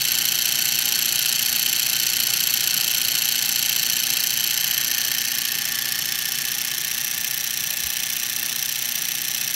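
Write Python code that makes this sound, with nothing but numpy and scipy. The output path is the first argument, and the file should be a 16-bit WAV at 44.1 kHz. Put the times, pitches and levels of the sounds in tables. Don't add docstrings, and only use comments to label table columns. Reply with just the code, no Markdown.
import sys
import numpy as np
from scipy import signal
from scipy.fft import rfft, irfft
from scipy.io import wavfile

SR = 44100
rng = np.random.default_rng(int(sys.argv[2]) if len(sys.argv) > 2 else 0)


def attenuation_scalar(level_db):
    decades = np.asarray(level_db, float) / 20
    return 10 ** decades


def waveform_to_disk(signal):
    frames = np.transpose(np.atleast_2d(signal))
    scaled = np.clip(frames, -1, 1) * 32767
    samples = np.round(scaled).astype(np.int16)
    wavfile.write(sys.argv[1], SR, samples)


N = 421149

# t/s, position/turns
SHAFT_TURNS = [(0.0, -0.221), (0.5, 7.207), (0.75, 10.97), (1.75, 25.857), (2.75, 40.661), (3.25, 47.971),
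               (3.75, 55.37), (4.0, 59.025), (5.0, 73.818), (6.0, 88.7), (6.25, 92.47), (6.75, 100.083),
               (7.25, 107.618), (7.5, 111.436), (8.25, 122.818), (9.25, 138.046), (9.55, 142.67)]
# place/turns, then the strength into
# frame level/dB, gear discs level/dB, levers level/dB, claw and springs level/dB
LOBE_KNOCKS = [(0.031, -8, 2, 6, 6), (0.040, 2, 6, 4, 4), (0.077, 1, 4, 3, 4), (0.138, 1, 1, 5, 3),
               (0.165, 2, 2, -1, -7), (0.269, -4, -1, 4, -4), (0.293, -2, 1, 1, -4),
               (0.324, 2, -4, -13, -10), (0.386, -4, 1, 4, 1), (0.402, 3, 4, 1, 2), (0.451, -3, -8, 2, -2)]
# t/s, view/steps (0 close above, 1 swinging off, 2 half way, 3 far)
MIC_VIEW = [(0, 0.), (2, 0.), (3.2, .1), (4, .3), (4.7, 1.), (5., 1.1), (5.3, 1.4), (5.8, 2.), (6.4, 2.1),
            (7.1, 3.), (9.55, 3.)]
# contact lead over the loudest ringing t/s, chatter t/s,
# share of chatter repeated every turn/0-1
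PART_CHATTER = [
    (.0013, .0008, .4),
    (.0011, .0008, .8),
    (.001, .0007, .8),
    (.0007, .0011, .7),
    (.0007, .0009, .5),
]
PART_RUB = [-4, -18, -20, -23, -32]
# f/Hz, width/Hz, then level/dB heard from each of the four microphone positions
FRAME_RINGS = [(1148, 72, -100, -75.5, -70, -75.5), (1517, 163, -64.5, -67.5, -72, -74.5),
               (1767, 230, -66, -61, -60, -64), (2143, 410, -66.5, -66.5, -67, -68)]
GEAR_RINGS = [(2463, 60, -61.5, -61.5, -65, -64.5), (2673, 257, -59, -61.5, -63.5, -63),
              (3069, 400, -55, -56.5, -60, -62.5), (3426, 117, -65, -67, -61.5, -62),
              (3610, 235, -64, -70, -65, -65), (4092, 500, -57.5, -58.5, -63.5, -62.5),
              (4404, 220, -54, -59, -60.5, -69.5), (4620, 255, -62.5, -61.5, -67, -66.5)]
LEVER_RINGS = [(5383, 560, -61, -61.5, -61, -64.5), (5740, 237, -58, -61.5, -61.5, -58.5),
               (6088, 300, -56, -54.5, -60.5, -59.5), (6580, 500, -66.5, -70, -66.5, -70)]
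CLAW_RINGS = [(7393, 720, -60.5, -63, -66.5, -67), (8365, 920, -67, -69, -71, -70),
              (9590, 1280, -68, -68.5, -69.5, -69), (10080, 400, -63.5, -70, -65.5, -68)]
SPRING_RINGS = [(10650, 970, -69.5, -73, -69.5, -73), (11560, 750, -58, -58, -66, -62.5),
                (12960, 1500, -67, -62.5, -63.5, -66), (12870, 640, -57, -63.5, -72, -67),
                (13500, 380, -82, -81, -76, -69), (14000, 600, -75, -74, -73, -78),
                (14140, 360, -73, -76, -79, -80), (15200, 460, -68.5, -68, -69, -66.5),
                (15700, 600, -70, -69, -76, -68)]
# f/Hz, level per Hz/dB
RUMBLE_COLOUR = [(15, -43), (25, -41), (49, -4.5), (90, -11), (129, 1), (206, -3.5), (236, -2), (270, -7.5),
                 (356, -4.5), (468, -13), (694, -6.5), (796, -1.5), (913, -10.5), (1350, -5), (1500, -5.5),
                 (1950, -2), (3300, -120)]
# f/Hz, rms level/dB, waver/Hz
HUM_TONES = [(46.6, -62, .4), (240, -54, .2), (818.6, -58, .7),
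             (120.7, -59.5, 1.56), (140.2, -56.5, 3.3), (166.6, -59, 3.73), (361, -65.5, 4.27)]
# t/s, level/dB, start f/Hz, end f/Hz
HAND_BUMPS = [
    (7.712, -50, 610, 595),
    (7.838, -39.5, 95, 60),
]

CLATTER_DB = -21
BLOW_END_TURNS, SECOND_LATE_TURNS, SECOND_DB = .1, .010, 2.0
RETURN_DB = 5.5
SPRING_REST_DB = -4.5
RUMBLE_DB, RUMBLE_LOSS_DB = -41, 1.15


def evened(x):
    return x / np.sqrt(np.mean(x ** 2) + 1e-20)


def curve(rows, column=1):
    rows = np.asarray(rows, float)
    return np.interp(np.arange(N) / SR, rows[:, 0], rows[:, column])


def slow(rate_hz):
    low = signal.butter(2, rate_hz, fs=SR, output="sos")
    return evened(signal.sosfilt(low, rng.standard_normal(N + SR))[SR:])


def ring(x, hz, width):
    sos = signal.tf2sos(*signal.iirpeak(hz, hz / width, fs=SR))
    return signal.sosfilt(np.vstack([sos, sos]), x)


def cam():
    first = np.array(LOBE_KNOCKS, float)[:, [0, 1, 2, 3, 4, 4]]
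    blow = first[:, 0] < BLOW_END_TURNS
    order = np.arange(len(first))
    first[:, -1] += SPRING_REST_DB * ~blow
    second_place = .5 + first[:, 0] + SECOND_LATE_TURNS * blow * (order > 0)
    harder_db = SECOND_DB * blow + RETURN_DB * (order == order[-1])
    place = np.concatenate([first[:, 0], second_place])
    strength_db = np.vstack([first[:, 1:], first[:, 1:] + harder_db[:, None]])
    return place, strength_db


def contacts(play_s=.00008, uneven_db=.4):
    s, turns = np.transpose(SHAFT_TURNS)
    place = np.arange(-1, np.ceil(turns[-1]))[:, None] + cam()[0]
    luck = rng.standard_normal(place.shape + (2,))
    running = (place > turns[0]) * (place < turns[-1])
    gain = attenuation_scalar(uneven_db * luck[..., 1]) * running
    when = np.interp(place, turns, s) + play_s * luck[..., 0]
    return when, gain


def drive(size=320):
    when, gain = contacts()
    after = np.arange(size)
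    worn = evened(rng.uniform(-1, 1, (when.shape[1], size)))
    fresh = evened(rng.uniform(-1, 1, when.shape + (size,)))
    forces = []
    for (lead, chatter, same), knock_db, rub_db in zip(PART_CHATTER, cam()[1].T, PART_RUB):
        rebounds = same * worn + np.sqrt(1 - same ** 2) * fresh
        rebounds = rebounds * np.exp(-after / (2 * chatter * SR))
        rebounds *= 1 - .6 * np.exp(-after / (.0002 * SR))
        rebounds[..., 0] = 1
        start = np.round((when - lead) * SR).astype(int)
        at = np.clip(start[..., None] + after, 0, N)
        hits = rebounds * (gain * attenuation_scalar(knock_db))[..., None]
        knocks = np.bincount(at.ravel(), hits.ravel(), N + 1)[:N]
        rub = attenuation_scalar(rub_db) * rng.standard_normal(N)
        forces.append(evened(knocks) + rub)
    return forces


def clatter():
    view = curve(MIC_VIEW)
    out = np.zeros(N)
    face = 0
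    parts = [FRAME_RINGS, GEAR_RINGS, LEVER_RINGS, CLAW_RINGS, SPRING_RINGS]
    for front, back, rings in zip(drive(), drive(), parts):
        forces = [evened(front), -evened(back)]
        for hz, width, *dbs in rings:
            heard_db = np.interp(view, np.arange(len(dbs)), dbs)
            out += attenuation_scalar(heard_db) * ring(forces[face], hz, width)
            face = 1 - face
    return attenuation_scalar(CLATTER_DB) * out / out[:2 * SR].std()


def room(x, t60=.25, dull_hz=3500.):
    taps = np.zeros(SR // 2)
    at = np.arange(200, len(taps) - 20, 20)
    sign = rng.choice([-1., 1.], len(at))
    taps[at + rng.integers(0, 20, len(at))] = sign * attenuation_scalar(-60 * at / SR / t60)
    taps /= np.linalg.norm(taps)
    dull = signal.lfilter(*signal.butter(1, dull_hz, fs=SR), taps)
    return signal.oaconvolve(x, dull)[:N]


def rumble():
    f, db = np.transpose(RUMBLE_COLOUR)
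    hz = np.fft.rfftfreq(N, 1 / SR)
    colour = attenuation_scalar(np.interp(np.log(hz + 1), np.log(f + 1), db, left=-60, right=-60))
    noise = evened(irfft(rfft(rng.standard_normal(N)) * colour, N))
    level_db = RUMBLE_DB - RUMBLE_LOSS_DB * curve(MIC_VIEW) + 0.6 * slow(4.6)
    return attenuation_scalar(level_db) * noise


def hum():
    tones = np.zeros(N)
    for hz, db, waver in HUM_TONES:
        level = attenuation_scalar(db + 0.99 * slow(5.8))
        phase = 2 * np.pi * np.cumsum(hz + waver * slow(4.67)) / SR
        tones += level * np.sin(phase)
    return np.sqrt(2) * tones * attenuation_scalar(-.5 * curve(MIC_VIEW))


def bump(s, db, start_hz, end_hz):
    t = np.maximum(np.arange(N) / SR - s, 0)
    hz = end_hz + (start_hz - end_hz) * np.exp(-t / 0.011)
    swell = t / 0.011 * np.exp(1 - t / 0.014)
    return attenuation_scalar(db) * swell * np.sin(2 * np.pi * np.cumsum(hz * (t > 0)) / SR)


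def scene():
    knocks = clatter()
    wet = attenuation_scalar(-23 + 1.5 * curve(MIC_VIEW))
    bumps = sum(bump(*row) for row in HAND_BUMPS)
    mix = knocks + wet * room(knocks) + rumble() + hum() + bumps
    return mix[None]


def top_cut(x):
    return signal.sosfilt(signal.butter(12, 16990, fs=SR, output="sos"), x)


def record(dry):
    rounded = .9 * np.tanh(dry / .9)
    edge = signal.firwin(1023, 15810, window=("kaiser", 11), fs=SR)
    mix = signal.oaconvolve(rounded, edge[None], "same")
    return top_cut(mix)


dry = scene()
out = record(dry)
waveform_to_disk(out)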